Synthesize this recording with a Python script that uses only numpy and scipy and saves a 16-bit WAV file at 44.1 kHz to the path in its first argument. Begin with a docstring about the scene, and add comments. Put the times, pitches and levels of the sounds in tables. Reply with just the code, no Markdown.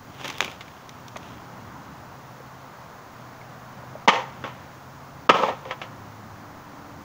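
"""A thin-walled box on the ground is struck twice with a stick: its wall buckles, thumps and cracks,
and its damped modes ring. It skids and rattles over the leaf litter and knocks lightly as it settles.
Before the blows, footsteps crackle in dry leaves and snap twigs, and a few dull taps of wood follow.
Trees scatter a short echo, far traffic hums behind them, and a limiter ducks around the two blows."""
import sys
import numpy as np
from scipy import signal
from scipy.fft import rfft, irfft
from scipy.io import wavfile
from scipy.ndimage import uniform_filter1d, minimum_filter1d

SR = 44100
rng = np.random.default_rng(int(sys.argv[2]) if len(sys.argv) > 2 else 0)


def materialize(psi):
    """Save the field psi as 16-bit PCM at rate SR to the path in sys.argv[1].

    A 1-D psi becomes a single channel; in a 2-D psi each row is a channel.
    """
    bounded = np.clip(np.atleast_2d(psi).T, -1, 1)
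    quanta = np.round(bounded * 32767).astype(np.int16)
    wavfile.write(sys.argv[1], SR, quanta)


N = 310498

# Far traffic. Each row: time in seconds, engine rumble in dB, tyre rush in dB before a 1 dB lift.
TRAFFIC_LEVELS = [(0, -47.5, -48.5), (.9, -46.5, -47.5), (1.7, -43.5, -45), (2.5, -48.5, -46.5),
                  (3.8, -48.5, -45), (5, -48, -46.5), (7.04, -47.5, -46)]
# Spectra of engine rumble and tyre rush. Each row: frequency in Hz, relative density in dB.
RUMBLE_SPECTRUM = [(22, -14), (38, -23), (52, -31), (72, -4), (95, -2.5), (128, -1.5), (165, -2.5),
                   (270, -5), (350, -11), (550, -25), (1200, -71)]
TYRE_SPECTRUM = [(200, -20), (400, -4.5), (700, 1.5), (1050, 2.5), (1450, -2.5), (2000, -9.5),
                 (3000, -20.5), (6000, -36)]
# Single engines. Each row: start and length in seconds, pitch in Hz, glide in Hz a second, level in dB.
ENGINE_DRONES = [(0, 0.61, 134, 8, -46.5), (1.002, 1.95, 120, 6.5, -50), (3, 3.2, 120.9, 6.5, -48.5),
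                 (5.403, 1.32, 116.6, -11.5, -48), (6.201, 1.2, 296.5, -10, -50.5)]
# Echo among the trees. Each row: frequency in Hz, time to decay 60 dB in seconds.
ECHO_DECAY = [(150, 0.046), (600, 0.42), (1200, 0.41), (3000, 0.32), (8000, 0.39)]
# Footsteps. Each row: time of full weight in seconds, level in dB, rise and fall in seconds.
FOOTSTEPS = [(.255, -33.5, 0.056, 0.12), (.415, -30.5, .006, 0.069), (1.28, -47, 0.087, 0.089)]
# Spectra of leaf litter and breaking wood. Each row: frequency in Hz, relative density in dB.
LEAF_SPECTRUM = [(80, -41), (250, -6.5), (600, -5.5), (1150, -2.5), (1700, -6.5), (2400, -3), (3300, -1),
                 (4300, -11.5), (6500, -11), (11000, -13.5), (15500, -17)]
SPLINTER_SPECTRUM = [(80, -36), (300, -17), (700, -4), (1200, -1), (1700, -2.5), (2300, 6.5), (2850, -1),
                     (3450, 1.5), (4400, -6.5), (6500, -8.5), (11000, -16), (15500, -20)]
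# Twigs. Each row: start in seconds, level in dB, splinter time in seconds, tilt in dB an octave.
TWIG_SNAPS = [(.2795, -32.5, .0022, 5), (.301, -31.5, 0.0042, 1), (.327, -44, 0.0018, 1),
              (.383, -35, 0.0011, 7), (.4056, -17.5, 0.002, .5), (.4264, -28.5, .0023, -6),
              (.446, -30, 0.0025, 3), (.479, -34, 0.0029, -7.5), (.515, -43, .0018, 5),
              (.608, -36.5, 0.0084, -1.5), (.68, -47.5, 0.0036, -1), (.893, -41, 0.0025, 4.5),
              (1.082, -42.5, 0.0023, 2.5), (1.159, -31.5, 0.0079, -9), (1.169, -38, 0.0026, 4)]
# Dull taps of wood. Each row: start in seconds, level in dB, pitch in Hz.
WOOD_TAPS = [(2.403, -42.5, 480), (3.414, -47, 2190), (3.836, -42, 585), (3.953, -34, 610)]
# Wall and cavity modes. Each row: frequency in Hz, level in dB, time to decay 60 dB in seconds.
BOX_MODES = [(314, -12, 0.032), (384, -17, 0.15), (461, -8, 0.085), (529.4, -3, 0.16), (618, 3, 0.026),
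             (746, 0, 0.045), (810, -11, 0.29), (868, -4, 0.07), (927, 1.5, 0.03), (992, -7, 0.22),
             (1078, -4.5, 0.11), (1204, -0.5, 0.042), (1312, -2.5, 0.048), (1540, -16, 0.053),
             (1600, -9, 0.026), (1833, -14.5, 0.1), (2080, -37, 0.17), (2520, -27, 0.13), (2720, -46, 0.06),
             (2720, -20, 0.036), (3470, -15.5, 0.038)]
# Spectra of the pressed-in wall and sharp contact. Each row: frequency in Hz, relative density in dB.
THUMP_SPECTRUM = [(50, -76), (120, -21), (195, -4.5), (260, -10), (360, -8), (520, -8), (1200, -48),
                  (6000, -90)]
CRACK_SPECTRUM = [(300, -76), (900, -2.5), (1500, -3.5), (2250, 0.5), (2550, -2.5), (3050, -1),
                  (3600, -8.5), (4300, -16), (6500, -21), (9000, -28.5), (15500, -43)]
# The box sliding. Each row: start in seconds, level in dB, length in seconds,
# scratch in dB relative to the ring.
BOX_SKIDS = [(4.101, -31, 0.096, -5.5), (4.452, -39, 0.034, -4.5), (5.304, -23.5, 0.19, -14.5),
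             (5.662, -43, 0.052, -4)]
# The box landing. Each row: start in seconds, level in dB, crumple time in seconds,
# crack in dB relative to the ring.
BOX_LANDINGS = [(4.135, -31, 0.0079, 1), (4.16, -25.5, 0.0042, -4), (4.181, -30.5, 0.01, -24),
                (4.4397, -26, 0.025, -8), (5.3437, -17, .012, -14), (5.4343, -15.5, .009, -17),
                (5.485, -23, 0.012, -21), (5.513, -28.5, 0.0076, -22), (5.653, -32.5, 0.0043, -12),
                (5.7095, -27, 0.018, -2.5), (5.8157, -32.5, 0.025, 1)]
# The stick's blows. Each row: start in seconds, level in dB, crumple time in seconds,
# thump and crack in dB relative to the ring.
STICK_BLOWS = [(4.0765, 5, 0.012, -7.5, -0.5), (5.2918, 7.5, 0.0099, -10, -4.5)]
# Microphone response. Each row: frequency in Hz, gain in dB.
MIC_RESPONSE = [(6700, -0.5), (8000, -12), (14000, -13), (14900, -0.5)]


def amp(db):
    """Amplitude ratio of a level in decibels."""
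    return np.exp(np.asarray(db) * np.log(10) / 20)


def unit(x):
    """Normalisation to an rms of 1."""
    return x / np.sqrt(np.mean(x ** 2) + 1e-20)


def burst(x):
    """Normalisation of a transient to the energy of 10 ms at an rms of 1."""
    return x * np.sqrt(SR / 100 / (np.sum(x ** 2) + 1e-20))


def along(points, hz):
    """Interpolation of (Hz, value) points on a logarithmic frequency axis."""
    freqs, values = np.transpose(points)
    return np.interp(np.log(hz + 1), np.log(freqs + 1), values)


def wobble(rate, size=N):
    """Slow modulation: straight lines through random values, rate of them a second."""
    knots = rng.standard_normal(100)
    return np.interp(np.arange(size) * rate / SR, np.arange(len(knots)), knots)


def coloured(x, points, tilt_db=0):
    """Minimum-phase filtering by a (Hz, dB) shape, tilted tilt_db an octave above 500 Hz."""
    size = 8192
    hz = np.fft.rfftfreq(size, 1 / SR)
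    shape_db = along(points, hz) + tilt_db * np.log2(np.maximum(hz / 500, 1))
    cepstrum = irfft(np.log(amp(shape_db)))
    cepstrum[1:size // 2] *= 2  # folding onto positive time makes the filter causal
    cepstrum[size // 2 + 1:] = 0
    response = irfft(np.exp(rfft(cepstrum)))[:size // 2]
    return signal.oaconvolve(x, response)[:len(x)]


def grains(rate, spread_db, size):
    """Shot noise: rate random clicks a second, their levels spread by up to 4 times spread_db."""
    occurs = rng.random(size) < rate / SR
    strength = np.minimum(rng.exponential(size=size), 4)
    return unit(occurs * rng.choice([-1, 1], size) * amp(spread_db * strength))


def add(track, start, sound):
    """Superposition of a sound on a track, from start in seconds."""
    part = track[round(start * SR):][:len(sound)]
    part += sound[:len(part)]


def engines():
    """Periodic firing gives each engine two harmonics, which glide as it pulls or slows."""
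    out = np.zeros(N)
    fade_s, overtone_db = 0.25, -13.5
    for start, length, hz, glide, db in ENGINE_DRONES:
        t = np.arange(int(length * SR)) / SR
        pitch = hz + glide * t + 1.56 * wobble(6, size=len(t))
        phase = 2 * np.pi * np.cumsum(pitch) / SR
        fade = np.minimum(np.minimum(t, length - t) / fade_s, 1)
        swell = fade * amp(db + 1.2 * wobble(5.7, size=len(t)))
        add(out, start, swell * (np.sin(phase) + amp(overtone_db) * np.sin(2 * phase)))
    return out


def traffic():
    """Many far engines and tyres add incoherently into swelling noise; a few engines stand out."""
    times, *levels = np.transpose(TRAFFIC_LEVELS)
    rumble_db, tyre_db = [np.interp(np.arange(N) / SR, times, db) for db in levels]
    rumble = amp(rumble_db + 1.5 * wobble(2.7)) * unit(coloured(rng.standard_normal(N), RUMBLE_SPECTRUM))
    tyres = amp(tyre_db + 1 + 0.12 * wobble(6)) * unit(coloured(rng.standard_normal(N), TYRE_SPECTRUM))
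    return rumble + tyres + engines()


def tree_echo(x):
    """Scattering from trunks and bushes gives a diffuse tail whose decay depends on frequency."""
    hz, t, noise = signal.stft(rng.standard_normal(SR // 2), SR, nperseg=256)
    decay = amp(-60 * t / along(ECHO_DECAY, hz)[:, None])
    onset = 1 - np.exp(-t / 0.01)
    tail = signal.istft(noise * decay * onset, SR, nperseg=256)[1]
    return signal.fftconvolve(x, tail / np.linalg.norm(tail))[:N]


def leaves():
    """Crackling noise: dead leaves give way in clumps under a shoe, then slowly spring back."""
    t, pressure = np.arange(N) / SR, np.zeros(N)
    stir_db, stir_db_per_s = -22.5, 7
    for peak, db, rise, fall in FOOTSTEPS:
        before, after = np.maximum(peak - t, 0), np.maximum(t - peak, 0)
        easing = np.maximum(np.exp(-after / fall), amp(stir_db - stir_db_per_s * after))
        pressure = np.maximum(pressure, amp(db) * np.exp(-before / rise) * easing)
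    crackle = grains(rate=2400, spread_db=3, size=N)
    clumps = amp(2.3 * unit(uniform_filter1d(rng.standard_normal(N), size=250)))
    return pressure * unit(coloured(crackle * clumps, LEAF_SPECTRUM, tilt_db=-2.5))


def twigs():
    """Brittle fracture: a dry twig breaks underfoot in a quick, decaying run of splinters."""
    out, t = np.zeros(N), np.arange(SR // 10) / SR
    for start, db, splinter_s, tilt_db in TWIG_SNAPS:
        fibres = grains(rate=12000, spread_db=-2.5, size=len(t)) * np.exp(-t / splinter_s)
        add(out, start, amp(db) * burst(coloured(fibres, SPLINTER_SPECTRUM, tilt_db)))
    return out


def wood_taps():
    """A soft impact on wood excites one heavily damped resonance."""
    out, t = np.zeros(N), np.arange(SR // 10) / SR
    envelope = np.exp(-t / 0.0034) * (1 - np.exp(-t / 0.0015))
    for start, db, hz in WOOD_TAPS:
        add(out, start, amp(db) * burst(np.sin(2 * np.pi * hz * t) * envelope))
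    return out


def box_ring(scatter_db, detune):
    """The impulse response is a sum of damped modes; each spot and dent weights, flips and shifts them."""
    t = np.arange(SR // 6) / SR
    ring = np.zeros(len(t))
    for hz, db, t60 in BOX_MODES:
        weight, shift, side = rng.standard_normal(3)
        envelope = amp(db + scatter_db * weight - 60 * t / t60)
        ring += np.sign(side) * envelope * np.sin(2 * np.pi * hz * (1 + detune * shift) * t)
    return ring


def box_radiation(x):
    """Walls small against the wavelength radiate little deep bass."""
    return signal.sosfilt(signal.butter(N=3, Wn=165, btype="highpass", fs=SR, output="sos"), x)


def box_skids():
    """Forced vibration: twigs and leaves patter against the sliding box and keep its walls ringing."""
    out, t = np.zeros(N), np.arange(SR) / SR
    grip_s, slowing_db_per_s, stop_db_per_s = 0.0043, 11, 238
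    settling = amp(-8.5 - 46 * t)  # the litter keeps stirring under the box
    rocking = 2 * np.pi * 5 * t
    for start, db, length, scratch_db in BOX_SKIDS:
        sliding = amp(-slowing_db_per_s * t - stop_db_per_s * np.maximum(t - length, 0))
        level = amp(db) * (1 - np.exp(-t / grip_s)) * np.maximum(sliding, settling)
        patter = grains(rate=2700, spread_db=2.5, size=SR)
        # the walls flex as the box rocks, so their ring shifts between two shapes
        flat = unit(signal.fftconvolve(patter, box_ring(scatter_db=1, detune=0.003))[:SR])
        bent = unit(signal.fftconvolve(patter, box_ring(scatter_db=1, detune=0.02))[:SR])
        ring = np.cos(rocking) * flat + np.sin(rocking) * bent
        scratch = amp(scratch_db) * unit(coloured(patter, CRACK_SPECTRUM))
        snaps = grains(rate=1300, spread_db=3, size=SR)
        crunch = amp(-15) * unit(coloured(snaps, SPLINTER_SPECTRUM))
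        add(out, start, level * (ring + scratch + crunch))
    return out


def box_contact(db, crumple_s, thump_db, crack_db):
    """An impulse and a run of tiny bucklings excite the walls, which ring, thump and crack."""
    t = np.arange(SR // 6) / SR
    buckling = grains(rate=6000, spread_db=-1, size=len(t)) * np.exp(-(t / crumple_s) ** 1.26)
    impulse = (t == 0) * np.linalg.norm(buckling)
    force = buckling + 0.81 * impulse
    # a hard blow leaves the stick pressed on the wall, which damps it
    damping = np.exp(-t * 70 * min(amp(db), 1))
    ring = signal.fftconvolve(force, box_ring(scatter_db=1, detune=0.0033) * damping)[:len(t)]
    thump = amp(thump_db) * burst(coloured(impulse, THUMP_SPECTRUM))
    crack = amp(crack_db) * burst(coloured(buckling, CRACK_SPECTRUM))
    return amp(db) * (burst(ring) + thump + crack)


def box_impacts():
    """Buckling under impact: the stick touches dully, the wall gives, the box knocks on the ground."""
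    out = np.zeros(N)
    hold_s = 0.0042  # the wall bears the load this long
    for start, db, crumple_s, thump_db, crack_db in STICK_BLOWS:
        add(out, start, box_contact(db - 2, crumple_s=0.0047, thump_db=-20, crack_db=-15))
        add(out, start + hold_s, box_contact(db, crumple_s, thump_db, crack_db))
    for start, db, crumple_s, crack_db in BOX_LANDINGS:
        thump_db = db + 5  # heavier landings sound deeper
        add(out, start, box_contact(db, crumple_s, thump_db, crack_db))
    return out


def scene():
    """Direct sound from the box, taps and feet superposes with its echo and the far traffic."""
    knocks = box_radiation(box_impacts() + box_skids()) + wood_taps()
    feet = twigs() + leaves()
    echo = tree_echo(amp(-21) * knocks + amp(-19) * feet)
    return (knocks + feet + echo + traffic())[None]


def limiter(x, ceiling_db, look_ahead_s, release_db_per_s):
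    """Peak limiting: the gain drops just ahead of a peak and recovers at a steady rate in dB."""
    excess_db = np.maximum(20 * np.log10(np.abs(x) + 1e-9) - ceiling_db, 0)
    width = int(look_ahead_s * SR)
    coming_db = -minimum_filter1d(-excess_db, width, origin=-(width // 2))
    recovery_db = release_db_per_s * np.arange(N) / SR
    cut_db = np.maximum.accumulate(coming_db + recovery_db) - recovery_db
    return x * amp(-uniform_filter1d(cut_db, size=160))


def record(dry):
    """Transduction adds hiss and colour; limiting, saturation and a band limit follow."""
    hiss = amp(-52) * rng.standard_normal(N)
    x = coloured(dry[0] + hiss, MIC_RESPONSE)
    x = limiter(x, ceiling_db=1.5, look_ahead_s=0.015, release_db_per_s=312)
    x = x / (1 + x ** 8) ** (1 / 8)  # soft overload
    passband = np.fft.rfftfreq(N, 1 / SR) < 15700
    return irfft(rfft(x) * passband, N)[None]


dry = scene()
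out = record(dry)
materialize(out)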